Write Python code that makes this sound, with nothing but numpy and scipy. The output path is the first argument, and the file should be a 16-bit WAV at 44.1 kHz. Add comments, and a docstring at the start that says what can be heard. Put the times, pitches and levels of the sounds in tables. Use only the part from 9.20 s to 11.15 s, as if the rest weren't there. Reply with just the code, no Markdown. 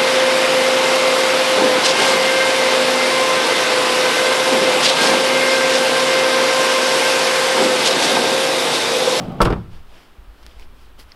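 """A van's side door rumbles along its rail on rollers, then slams in a still forest. The steel
panel booms against its frame, the latch snaps and rattles, and the pushed cabin air thuds.
Someone walks off over dry litter: soft footfalls, crackling scuffs and small twig snaps.
The trunks scatter a thin echo; under it all lie a faint hush of trees and a low wind rumble."""
import sys
import numpy as np
from scipy import signal
from scipy.fft import rfft, irfft
from scipy.io import wavfile
from scipy.ndimage import uniform_filter1d

SR = 44100
rng = np.random.default_rng(int(sys.argv[2]) if len(sys.argv) > 2 else 0)


def int16_out(signal):
    """Quantize to a 16-bit WAV file."""
    q = np.round(np.clip(np.atleast_2d(signal).T, -1, 1) * 32767)
    wavfile.write(sys.argv[1], SR, q.astype(np.int16))


N = 85995

# hush of the trees: (frequency [Hz], relative density [dB])
HUSH_COLOUR = [(60, 6.5), (150, 1.5), (230, 3.5), (330, 3), (600, -1.5), (1200, 0.5), (2000, -7),
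               (3300, -8.5), (4100, -12.5), (5200, -17), (6500, -21.5), (11000, -21.5), (15000, -22)]
# wind rumble: (frequency [Hz], relative density [dB])
WIND_TONE = [(4, -9), (12, 13.5), (25, -8.5), (48, -2.5), (75, -7.5), (110, -34), (200, -29.5), (600, -136)]
# gusts: (time [s], level [dB])
GUSTS = [(0.5, -44), (0.544, -34), (0.802, -47.5), (0.854, -60), (0.916, -38), (0.956, -62), (0.996, -38),
         (1.056, -42), (1.096, -38.5), (1.166, -49), (1.25, -35), (1.314, -44), (1.368, -40), (1.73, -42),
         (1.836, -36), (1.95, -51)]
# echo off the trunks: (frequency [Hz], relative density [dB], t60 [s])
FOREST_TAIL = [(95, 19, 0.65), (410, -2, 0.54), (1200, -1.5, 0.58), (3160, -2.5, 0.69), (6850, -0.5, 0.59),
               (14400, -1, 0.26)]
# soles on soft ground: (time [s], level [dB], pitch [Hz], t60 [s])
STEPS = [(.983, -26.5, 48.7, 0.18), (1.072, -24.5, 46.3, 0.17), (1.365, -28, 42, 0.17)]
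# shoes and clothing: (peak time [s], rise [s], fall [s], level [dB], tilt [dB/octave])
SCUFF_SWELLS = [(.04, 0.082, 0.045, -45.5, -2.5), (.135, 0.0055, 0.0072, -53, -4),
                (0.533, 0.024, 0.077, -50.5, -2), (.77, 0.091, 0.12, -50, -2),
                (1.29, 0.14, 0.13, -54, -1.5), (1.419, 0.038, 0.034, -50.5, -1),
                (1.535, .008, 0.011, -51.5, -6.5), (1.62, 0.07, 0.074, -58, 0.5),
                (1.797, 0.015, 0.016, -46, -2.5), (1.801, 0.014, 0.033, -48, 3),
                (1.899, .04, 0.061, -55.5, -1.5)]
# crackle of dry litter: (frequency [Hz], relative density [dB])
LITTER_COLOUR = [(40, -22), (150, -3), (400, 2), (1200, 0), (2200, -1), (3150, 3), (4000, -4), (5000, 0),
                 (6500, -10), (11000, -12), (15000, -18)]
# twigs and grit: (time [s], ring gain [dB], pitch [Hz], t60 [s], tick gain [dB])
TWIG_SNAPS = [(1.2298, -54, 4800, .005, -33), (1.2345, -51, 3500, 0.0055, -33),
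              (1.2651, -44, 4570, 0.0038, -20), (1.269, -40, 2760, .005, -38),
              (1.31, -51.5, 3340, 0.057, -62), (1.397, -39, 2300, 0.012, -29.5),
              (1.426, -37.5, 2760, 0.013, -55), (1.798, -47.5, 4635, 0.08, -30),
              (1.919, -32, 4780, .013, -37)]
# ring of a twig: (frequency [multiple of its pitch], relative level [dB])
TWIG_MODES = [(.43, -5), (0.499, -8.5), (.88, -4), (.98, 0.5), (1.09, 0)]
# tick of a breaking fibre: (frequency [Hz], relative level [dB], t60 [s])
TICK_MODES = [(1840, -17.5, .004), (4700, 0.5, 0.0009), (8800, -15, 0.0011)]
# pushes of cabin air: (time [s], level [dB], pitch [Hz], t60 [s])
CABIN_THUDS = [(0.212, -6, 38.4, 0.32), (0.253, -0.5, 45, 0.086), (0.2669, -1, 117, 0.043),
               (0.297, -13, 52.4, 0.18)]
# drone of the hollow body: (frequency [Hz], level [dB], t60 [s])
CABIN_MODES = [(110, -28, .5), (128, -32, .45), (150, -29, .62), (163, -37, .45)]
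# envelope of the rollers: (time [s], relative level [dB])
ROLL_ENVELOPE = [(0.0, -22), (0.044, -25.5), (0.064, -26.5), (0.102, -25), (0.184, -30), (0.19, -25.5)]
# roller rumble: (frequency [Hz], relative density [dB])
ROLL_TONE = [(40, -13), (90, -16.5), (170, 2), (330, -14), (500, -14.5), (780, -13), (1000, -26.5),
             (1250, -24), (1750, -38), (3200, -35.5), (5000, -48), (7000, -63), (15000, -64)]
# rail and door under the rollers: (frequency [Hz], relative level [dB], t60 [s])
RAIL_MODES = [(147.8, 8.5, 0.35), (160, -12, 0.18), (186, 0, 0.36), (228, -39, .1), (319, -1, 0.39),
              (590, -41, 0.089), (740, -41, 0.12), (1108, 1, 0.15)]
# latch strikes: (time [s], gain [dB], tilt [dB/octave])
LATCH_STRIKES = [(.2142, -26.5, -22), (.2165, -19, 4), (.2188, -24, 1.5), (0.2272, -27, 4), (0.249, -31, 6),
                 (0.2536, -22, -2), (.269, -38, 1), (.3022, -31, -3), (0.3255, -28.5, -9.5)]
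# dense ring of latch steel: (frequency [Hz], relative density [dB], t60 [s])
STEEL_RING = [(150, -38, 0.063), (700, -19, 0.12), (1890, 4, 0.11), (3560, 4, 0.058), (3980, -0.5, 0.041),
              (5000, 3.5, 0.049), (6150, -9.5, 0.047), (9850, -11.5, .055), (15000, -23.5, 0.054)]
# clear notes of the catch: (frequency [Hz], relative level [dB], t60 [s])
CATCH_MODES = [(2194, -24.5, 0.046), (2690, -16, 0.026), (3458, -22.5, 0.084), (4800, -19, 0.078),
               (5590, -26, 0.062), (8170, -21, 0.056), (9970, -22, .04)]
# door on frame: (time [s], panel gain [dB], clatter gain [dB], tilt [dB/octave], seal t60 [s])
DOOR_BLOWS = [(0.204, -11, -10, 1, 1), (0.2097, -28.5, -16.5, 0, 1.2), (0.219, -21, -12.5, -2, 0.13),
              (0.2548, -28, -12.5, 0, 0.43), (.271, -30, -17.5, 0, 0.8), (.301, -33.5, -14.5, -2.5, 0.49),
              (0.311, -45, -17.5, -3, 0.27), (0.3278, -27, -12.5, -3, 0.075), (0.357, -39, -26, -4, 0.89)]
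# boom of the panel: (frequency [Hz], relative level [dB], t60 without seals [s])
PANEL_MODES = [(183.2, -8, 0.94), (218, -0.5, 0.11), (331.8, -8, 0.79), (374.2, -9.5, 0.62),
               (478.2, -4, 0.18), (503, -5, 0.053), (566, -7.5, 0.25), (670, -17, 0.26), (750, -5, .2),
               (939, 5.5, 0.061), (1048, -4.5, 0.15), (1130, 4.5, 0.075), (1322, 5, 0.053),
               (1681, -9, 0.059)]
# clatter of the bodywork: (frequency [Hz], relative density [dB], t60 without seals [s])
BODY_RING = [(40, -28, 0.23), (103.4, -1.5, 0.31), (243, 0.5, .16), (540, 4, 0.15), (800, -1.5, 0.21),
             (1430, -2, 0.19), (1890, -26, 0.15), (3200, -25, 0.37), (6050, -39, 0.14), (15000, -58, 0.062)]

TIME = np.arange(N) / SR
BIN_OCTAVES = np.log2(np.fft.rfftfreq(N, 1 / SR) + 1)


def amp(db):
    """Decibels to gain."""
    return 10 ** (np.asarray(db) / 20)


def unit(x):
    """Scales to rms 1."""
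    return x / np.sqrt(np.mean(x ** 2) + 1e-20)


def attack(rise_s):
    """A fade-in with time constant rise_s."""
    return 1 - np.exp(-TIME / rise_s)


def decay(t60):
    """An exponential fall of 60 dB in t60 seconds."""
    return np.exp(-np.log(1000) * TIME / t60)


def add(mix, start_s, sound):
    """Mixes a sound in at its cue."""
    part = mix[round(start_s * SR):]
    part += sound[:len(part)]


def colour(x, points, tilt_db=0):
    """EQs x to a curve, tilted by tilt_db per octave, at rms 1."""
    table = np.array(points)
    octaves = np.log2(table[:, 0])
    curve_db = np.interp(BIN_OCTAVES, octaves, table[:, 1] + tilt_db * octaves)
    return unit(irfft(rfft(x) * amp(curve_db), N))


def ring(table, tilt_db=0):
    """Countless close resonances: a noise burst whose bands die at their own speeds."""
    spectrum = rfft(colour(rng.standard_normal(N), table, tilt_db))
    hz, _, t60s = np.transpose(table)
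    bands = [np.interp(BIN_OCTAVES, np.log2(hz), peak) for peak in np.eye(len(table))]
    return sum(irfft(spectrum * band, N) * decay(t60) for band, t60 in zip(bands, t60s))


def modes(table, tilt_db=0, wave=np.sin):
    """Decaying sines, tilted about the middle of the set."""
    middle = np.mean([np.log2(row[0]) for row in table])
    return sum(amp(db + tilt_db * (np.log2(hz) - middle)) * decay(t60) * wave(2 * np.pi * hz * TIME)
               for hz, db, t60 in table)


def grains(per_s, spread_db):
    """Random tiny impacts of uneven size."""
    hits = (rng.random(N) < per_s / SR) * rng.choice([-1, 1], N)
    return hits * amp(spread_db * np.minimum(rng.exponential(1, N), 4))


def thumps(table, rise_cycles=0.39):
    """Soft, deep pushes of air, each a quickly dying sine."""
    out = np.zeros(N)
    for start, db, hz, t60 in table:
        add(out, start, -attack(rise_cycles / hz) * modes([(hz, db, t60)]))
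    return out


def air(hush_db=-52.5):
    """The bed: an even hush of trees and a lumpy wind rumble."""
    hush = amp(hush_db) * colour(rng.standard_normal(N), HUSH_COLOUR)
    gusts = amp(np.interp(TIME, *np.transpose(GUSTS)))
    return hush + gusts * colour(rng.standard_normal(N), WIND_TONE)


def forest_echo(x, wet_db=-21):
    """The trunks scatter a thin reverb tail."""
    tail = ring(FOREST_TAIL) * attack(rise_s=0.021)
    return amp(wet_db) * signal.fftconvolve(x, tail / np.linalg.norm(tail))[:N]


def footfalls():
    """Soles land on soft ground with a dull thump."""
    return thumps(STEPS)


def scuffs():
    """Swells of fine crackle from shoes on needles and from clothing."""
    out = np.zeros(N)
    for peak, rise, fall, db, tilt_db in SCUFF_SWELLS:
        width = np.where(TIME < peak, rise, fall)
        swell = amp(db) * np.exp(-((TIME - peak) / width) ** 2)
        out += swell * colour(grains(per_s=12000, spread_db=2.5), LITTER_COLOUR, tilt_db)
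    return out


def snaps():
    """Twigs and grit break with a dry tick and a short woody ring."""
    out = np.zeros(N)
    for start, db, hz, t60, tick_db in TWIG_SNAPS:
        wood = modes([(hz * ratio, db + level, t60) for ratio, level in TWIG_MODES])
        add(out, start, amp(tick_db) * modes(TICK_MODES) + attack(rise_s=0.0004) * wood)
    return out


def rollers(rumble_db=-1.5, drone_db=-12, stop_s=0.199, release_s=0.02):
    """Small bumps of the rail shake the door until it reaches the frame."""
    bumps = grains(per_s=1000, spread_db=3.5)
    rumble = colour(grains(per_s=14000, spread_db=3.5), ROLL_TONE)
    drone = unit(irfft(rfft(bumps) * rfft(modes(RAIL_MODES, wave=np.cos)), N))
    level = amp(np.interp(TIME, *np.transpose(ROLL_ENVELOPE)))
    release = np.exp(-np.maximum(TIME - stop_s, 0) / release_s)
    return level * release * (amp(rumble_db) * rumble + amp(drone_db) * drone)


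def cabin(drone_start_s=0.26):
    """The slam's low end: trapped air thuds, and the hollow body drones on."""
    out = thumps(CABIN_THUDS)
    add(out, drone_start_s, attack(rise_s=0.008) * modes(CABIN_MODES))
    return out


def latch(chatter_rms_db=2, chatter_s=0.00085):
    """The slam's bright edge: steel catches strike, chatter and ring."""
    out = np.zeros(N)
    for start, db, tilt_db in LATCH_STRIKES:
        chatter = unit(uniform_filter1d(rng.standard_normal(N), round(chatter_s * SR)))
        rattle = amp(chatter_rms_db * chatter) * ring(STEEL_RING, tilt_db)
        add(out, start, amp(db) * (rattle + modes(CATCH_MODES, tilt_db)))
    return out


def door_slam():
    """The panel hits the frame, is pulled home and rocks; the seals damp it."""
    out = np.zeros(N)
    for start, panel_db, clatter_db, tilt_db, seal_t60 in DOOR_BLOWS:
        boom = amp(panel_db) * modes(PANEL_MODES, tilt_db)
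        clatter = amp(clatter_db) * ring(BODY_RING, tilt_db)
        add(out, start, attack(rise_s=0.0011) * decay(seal_t60) * (boom + clatter))
    return out


def scene():
    """The mono mix: door and litter feed the echo; cabin, footfalls and bed stay dry."""
    near = rollers() + door_slam() + latch() + scuffs() + snaps()
    return (near + forest_echo(near) + cabin() + footfalls() + air())[None]


def record(dry):
    """Soft saturation rounds the slam; a low-pass trims the very top."""
    ceiling, cutoff_hz = 1.4, 15800
    soft = ceiling * np.tanh(dry / ceiling)
    lowpass = signal.firwin(511, cutoff_hz, window=("kaiser", 9), fs=SR)
    return signal.oaconvolve(soft, lowpass[None], "same")


dry = scene()
out = record(dry)
int16_out(out)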